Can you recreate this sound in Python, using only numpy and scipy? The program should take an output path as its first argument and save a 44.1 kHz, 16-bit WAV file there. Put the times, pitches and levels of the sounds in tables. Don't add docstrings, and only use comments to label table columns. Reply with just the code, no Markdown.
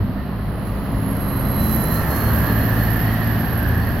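import sys
import numpy as np
from scipy import signal
from scipy.fft import rfft, irfft
from scipy.io import wavfile

SR = 44100
rng = np.random.default_rng(int(sys.argv[2]) if len(sys.argv) > 2 else 0)


def generate_wav(signal):
    frames = np.transpose(np.atleast_2d(signal))
    scaled = np.clip(frames, -1, 1) * 32767
    pcm = np.round(scaled).astype(np.int16)
    wavfile.write(sys.argv[1], SR, pcm)


N = 176400


def undb(db):
    return 10 ** (np.asarray(db) / 20)


def unit_rms(x):
    return x / np.sqrt(np.mean(np.abs(x) ** 2))


def over_time(table):
    times_s, *columns = np.array(table, float).T
    return [np.interp(np.arange(N) / SR, times_s, col) for col in columns]


def over_frequency(table):
    points_hz, *columns = np.array(table, float).T
    bins_hz = np.maximum(np.fft.rfftfreq(N, 1 / SR), 1)
    return np.array([np.interp(np.log(bins_hz), np.log(points_hz), col) for col in columns])


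def bell(peak_s, sigma_s):
    return np.exp(-.5 * ((np.arange(N) / SR - peak_s) / sigma_s) ** 2)


def flutter(width_hz):
    hz = np.fft.fftfreq(N, 1 / SR)
    re, im = rng.standard_normal((2, N))
    return unit_rms(np.fft.ifft((re + 1j * im) / (1 + (2 * hz / width_hz) ** 4) ** .5))


def drift(rate_hz):
    return unit_rms(flutter(2 * rate_hz).real)


def phase_of(hz):
    return 2 * np.pi * (np.cumsum(hz) / SR + rng.random())


def rough_tone(phase, rough, width_hz):
    return unit_rms(((1 + rough * flutter(width_hz)) * np.exp(1j * phase)).real)


def scattered_tone(phase, width_hz):
    return unit_rms(np.array([(flutter(width_hz) * np.exp(1j * phase)).real for _ in range(2)]))


def swells(table, rough, width_hz):
    return sum(undb(db) * bell(peak_s, sigma_s) * rough_tone(phase_of(np.full(N, hz)), rough, width_hz)
               for peak_s, sigma_s, hz, db in table)


# (frequency [Hz], correlation [-])
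COHERENCE = [(30, .85), (80, .87), (280, .96), (600, .87), (1200, .73), (1800, .55), (2500, .3), (4000, .3),
             (7000, .03)]

def stereo_noise(spectrum):
    correlation = np.clip(over_frequency(COHERENCE)[0], -1, 1)
    mid, side = rfft(rng.standard_normal((2, N)))
    channels = mid * np.sqrt(1 + correlation) + side * np.sqrt(1 - correlation) * np.array([[1], [-1]])
    return unit_rms(irfft(channels * undb(over_frequency(spectrum)), N))


# (frequency [Hz], relative density [dB])
STREET_SPECTRUM = [(100, -7), (700, 5.5), (1800, -12), (3000, -15), (4300, -15.5), (5200, -26), (6500, -34),
                   (8500, -42), (10500, -28), (12300, -22), (14000, -28), (16000, -32)]

def street(level_db=-41):
    return undb(level_db) * stereo_noise(STREET_SPECTRUM)


# (time [s], rumble level [dB], roar level [dB])
TRAFFIC_LEVELS = [(0, -22.5, -36), (.35, -26.5, -35.5), (.8, -25.5, -32.5), (1.1, -23.5, -31),
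                  (1.4, -24, -28.5), (1.62, -20.5, -28), (2, -22.5, -27), (2.4, -21, -25.5),
                  (3, -22.5, -31), (3.5, -22.5, -31.5), (4, -20.5, -31.5)]
# (frequency [Hz], relative density [dB])
RUMBLE_SPECTRUM = [(12, -13), (24, -20), (33, -15), (41, -2.5), (55, 0.5), (85, -3.5), (130, -3),
                   (190, -4.5), (260, -7), (320, -14.5), (450, -21.5), (900, -69)]
# (frequency [Hz], relative density [dB])
ROAR_SPECTRUM = [(150, 0.5), (350, 0), (480, 0.5), (620, 3), (820, -2), (1100, 0), (1350, -3.5),
                 (1550, -6.5), (1950, -7), (2300, -15.5), (3000, -15.5), (3600, -24), (4300, -18.5),
                 (5500, -32), (8000, -64)]

def traffic():
    rumble_db, roar_db = over_time(TRAFFIC_LEVELS)
    return undb(rumble_db) * stereo_noise(RUMBLE_SPECTRUM) + undb(roar_db) * stereo_noise(ROAR_SPECTRUM)


# (time [s], centre [Hz], level [dB])
TREAD_SONG = [(0, 1772, -73), (1.6, 1800, -48), (2, 1822, -35.5), (2.25, 1644, -34), (2.5, 1702, -30.5),
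              (2.85, 1745, -31), (3.15, 1831, -32), (3.38, 1726, -34.5), (3.52, 1657, -34),
              (3.68, 1662, -31), (3.87, 1744, -34), (4, 1750, -36.5)]

def treads(crossfeed=.3):
    hz, db = over_time(TREAD_SONG)
    song = scattered_tone(phase_of(hz), width_hz=250)
    return undb(db) * unit_rms(song + crossfeed * song.sum(axis=0))


# (peak time [s], sigma [s], pitch [Hz], relative level [dB])
DRONE_SWELLS = [(0.055, 0.3, 197.4, -30), (.1, 0.071, 250.3, -30.5), (0, 0.051, 100.4, -21.5),
                (.62, 0.3, 54.33, -31), (1.15, 0.24, 269.3, -32), (1.25, 0.35, 198.6, -30.5),
                (1.62, 0.28, 126.8, -27), (1.77, 0.24, 216, -28.5), (2, 0.18, 161.3, -28),
                (2.05, 0.44, 71.84, -28), (2.55, 0.21, 276.5, -37.5), (2.8, 0.23, 55.17, -32),
                (3.096, 0.68, 227.8, -31.5), (3.73, .13, 83, -25)]

def drones(gain_db=1):
    return undb(gain_db) * swells(DRONE_SWELLS, rough=.18, width_hz=4.9)


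# (peak time [s], sigma [s], pitch [Hz], level [dB])
SQUEAK_SWELLS = [(.2, 0.032, 1820, -45), (1.84, .008, 11230, -37), (1.99, 0.11, 1340, -39.5),
                 (2.02, .06, 1795, -42)]

def squeaks():
    return swells(SQUEAK_SWELLS, rough=.3, width_hz=40)


# (time [s], level [dB])
TRUCK_LEVEL = [(1.6, -62), (2.4, -36), (3.1, -32.5), (4, -37.5)]
# (frequency [Hz], relative density [dB])
TRUCK_SPECTRUM = [(300, -18), (500, -1), (720, 7), (1000, -0.5), (1400, 2), (2300, -6), (3000, -6),
                  (3700, -11), (4400, -11), (6000, -19.5), (8000, -73)]

def truck_tyres():
    db, = over_time(TRUCK_LEVEL)
    return undb(db) * stereo_noise(TRUCK_SPECTRUM)


# (time [s], level [dB])
AIR_LEVEL = [(0, -80), (.3, -78), (.7, -56.5), (1.3, -49.5), (1.585, -46.5), (1.625, -39.5), (1.73, -39),
             (1.88, -40.3), (2.22, -40.7), (2.45, -42), (2.55, -44), (2.8, -43), (3.3, -48.3), (4, -49.3)]
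# (peak time [s], sigma [s], rise [dB])
AIR_SPURTS = [(.675, .014, 7), (1.948, .016, 5), (2.165, .025, 4)]
# (frequency [Hz], relative density [dB])
AIR_SPECTRUM = [(1500, -23), (3000, -0.5), (4500, 0.5), (6000, 7), (8000, 1), (11000, 7.5), (13000, 3.5),
                (16000, 4)]

def air_hiss():
    db, = over_time(AIR_LEVEL)
    spurts_db = sum(rise_db * bell(peak_s, sigma_s) for peak_s, sigma_s, rise_db in AIR_SPURTS)
    flicker_db = .6 * drift(rate_hz=21)
    return undb(db + spurts_db + flicker_db) * stereo_noise(AIR_SPECTRUM)


# (time [s], pitch [Hz], level [dB])
DRIVE_WHINE = [(1.1, 3980, -66), (1.28, 4050, -53), (1.44, 4050, -53), (1.565, 4060, -49), (1.6, 4040, -43),
               (1.775, 4035, -46.5), (1.91, 4080, -44), (2.01, 4170, -45), (2.05, 4190, -62),
               (2.115, 4250, -45), (2.23, 4275, -47), (2.275, 4275, -42), (2.42, 4280, -66),
               (2.495, 4195, -45), (2.55, 4160, -53), (2.615, 4195, -45), (2.75, 4290, -64),
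               (2.8, 4305, -46), (2.88, 4315, -47.5), (2.93, 4330, -64), (3.06, 4350, -62),
               (3.095, 4365, -48), (3.14, 4400, -63), (3.47, 4450, -58), (3.77, 4460, -64),
               (3.82, 4460, -51), (4, 4455, -54)]

def electric_drive(waver_hz=7):
    hz, db = over_time(DRIVE_WHINE)
    phase = phase_of(hz + waver_hz * drift(rate_hz=22))
    whine = rough_tone(phase, rough=.35, width_hz=70) + .35 * scattered_tone(phase, width_hz=70)
    return undb(db) * unit_rms(whine)


# (time [s], pitch [Hz])
TURBO_SPOOL = [(0, 9600), (.25, 10100), (.55, 10730), (.85, 11040), (1.1, 11260), (1.5, 11520),
               (1.75, 11630), (2, 11720), (2.4, 11820), (2.9, 11825), (3.4, 11775), (4, 11690)]
# (time [s], level [dB])
TURBO_LEVEL = [(0, -88), (.25, -66), (.55, -56.5), (.85, -60), (1.1, -48), (1.5, -43.5), (1.75, -39),
               (2, -44.5), (2.4, -43), (2.9, -44.5), (3.4, -45.5), (4, -51.5)]
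# (width [Hz], relative level [dB])
TURBO_BANDS = [(45, -4), (230, -5), (750, -7)]

def turbo(waver_hz=14):
    hz, = over_time(TURBO_SPOOL)
    db, = over_time(TURBO_LEVEL)
    phase = phase_of(hz + waver_hz * drift(rate_hz=17.5))
    flicker_db = drift(rate_hz=5)
    whistle = sum(undb(band_db) * scattered_tone(phase, width_hz) for width_hz, band_db in TURBO_BANDS)
    return undb(db + flicker_db) * whistle


# (time [s], firing rate [Hz], level [dB])
DIESEL_RUN = [(0, 103.8, -36), (.5, 107, -28.5), (.74, 105.9, -32), (.84, 107.3, -43), (.95, 105.9, -23),
              (1.4, 106.6, -31.5), (1.8, 107.7, -30), (2.17, 109.3, -32), (2.27, 110.7, -19),
              (2.5, 109.6, -24), (2.8, 109.6, -19.5), (3.5, 110.6, -23.5), (4, 111.2, -24.5)]
# (multiple of half the firing rate [-], relative level [dB])
DIESEL_ORDERS = [(1, -13), (2, -1), (3, -9), (4, -16.5), (5, -16.5), (6, -21.5)]

def diesel():
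    firing_hz, db = over_time(DIESEL_RUN)
    phase = phase_of(firing_hz / 2)
    exhaust = sum(undb(order_db) * rough_tone(round(order) * phase, rough=.18, width_hz=20)
                  for order, order_db in DIESEL_ORDERS)
    return undb(db) * exhaust


def scene():
    bus = diesel() + turbo() + electric_drive() + air_hiss()
    return bus + truck_tyres() + drones() + treads() + traffic() + squeaks() + street()


# (frequency [Hz], left gain [dB], right gain [dB])
PORT_RESPONSE = [(60, 0, 0), (700, -.8, .8), (1100, -2, 1.5), (1700, -4, 3), (2000, -2, 2), (2300, 1, -2),
                 (3000, -.5, 2), (3600, -1, -1.5), (4100, .3, .7), (4500, 2.7, -2.5), (5200, 2.5, -6.5),
                 (7000, -2.5, -8), (9100, 0, 2), (9800, -14, 4), (10500, -14, 7.5), (11500, -1, 16),
                 (12500, -.5, 15), (13500, -2, 12), (14000, -6, 11), (14700, 0, 9.5), (16000, 1, 10)]

def record(dry):
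    fade_s, cutoff_hz = .004, 15800
    t = np.arange(N) / SR
    to_edge_s = np.minimum(t, t[-1] - t)
    fade = np.sin(np.pi / 2 * np.clip(to_edge_s / fade_s, 0, 1)) ** 2
    coloured = irfft(rfft(dry * fade) * undb(over_frequency(PORT_RESPONSE)), N)
    lowpass = signal.ellip(12, .2, 90, cutoff_hz, fs=SR, output="sos")
    return signal.sosfilt(lowpass, coloured)


dry = scene()
out = record(dry)
generate_wav(out)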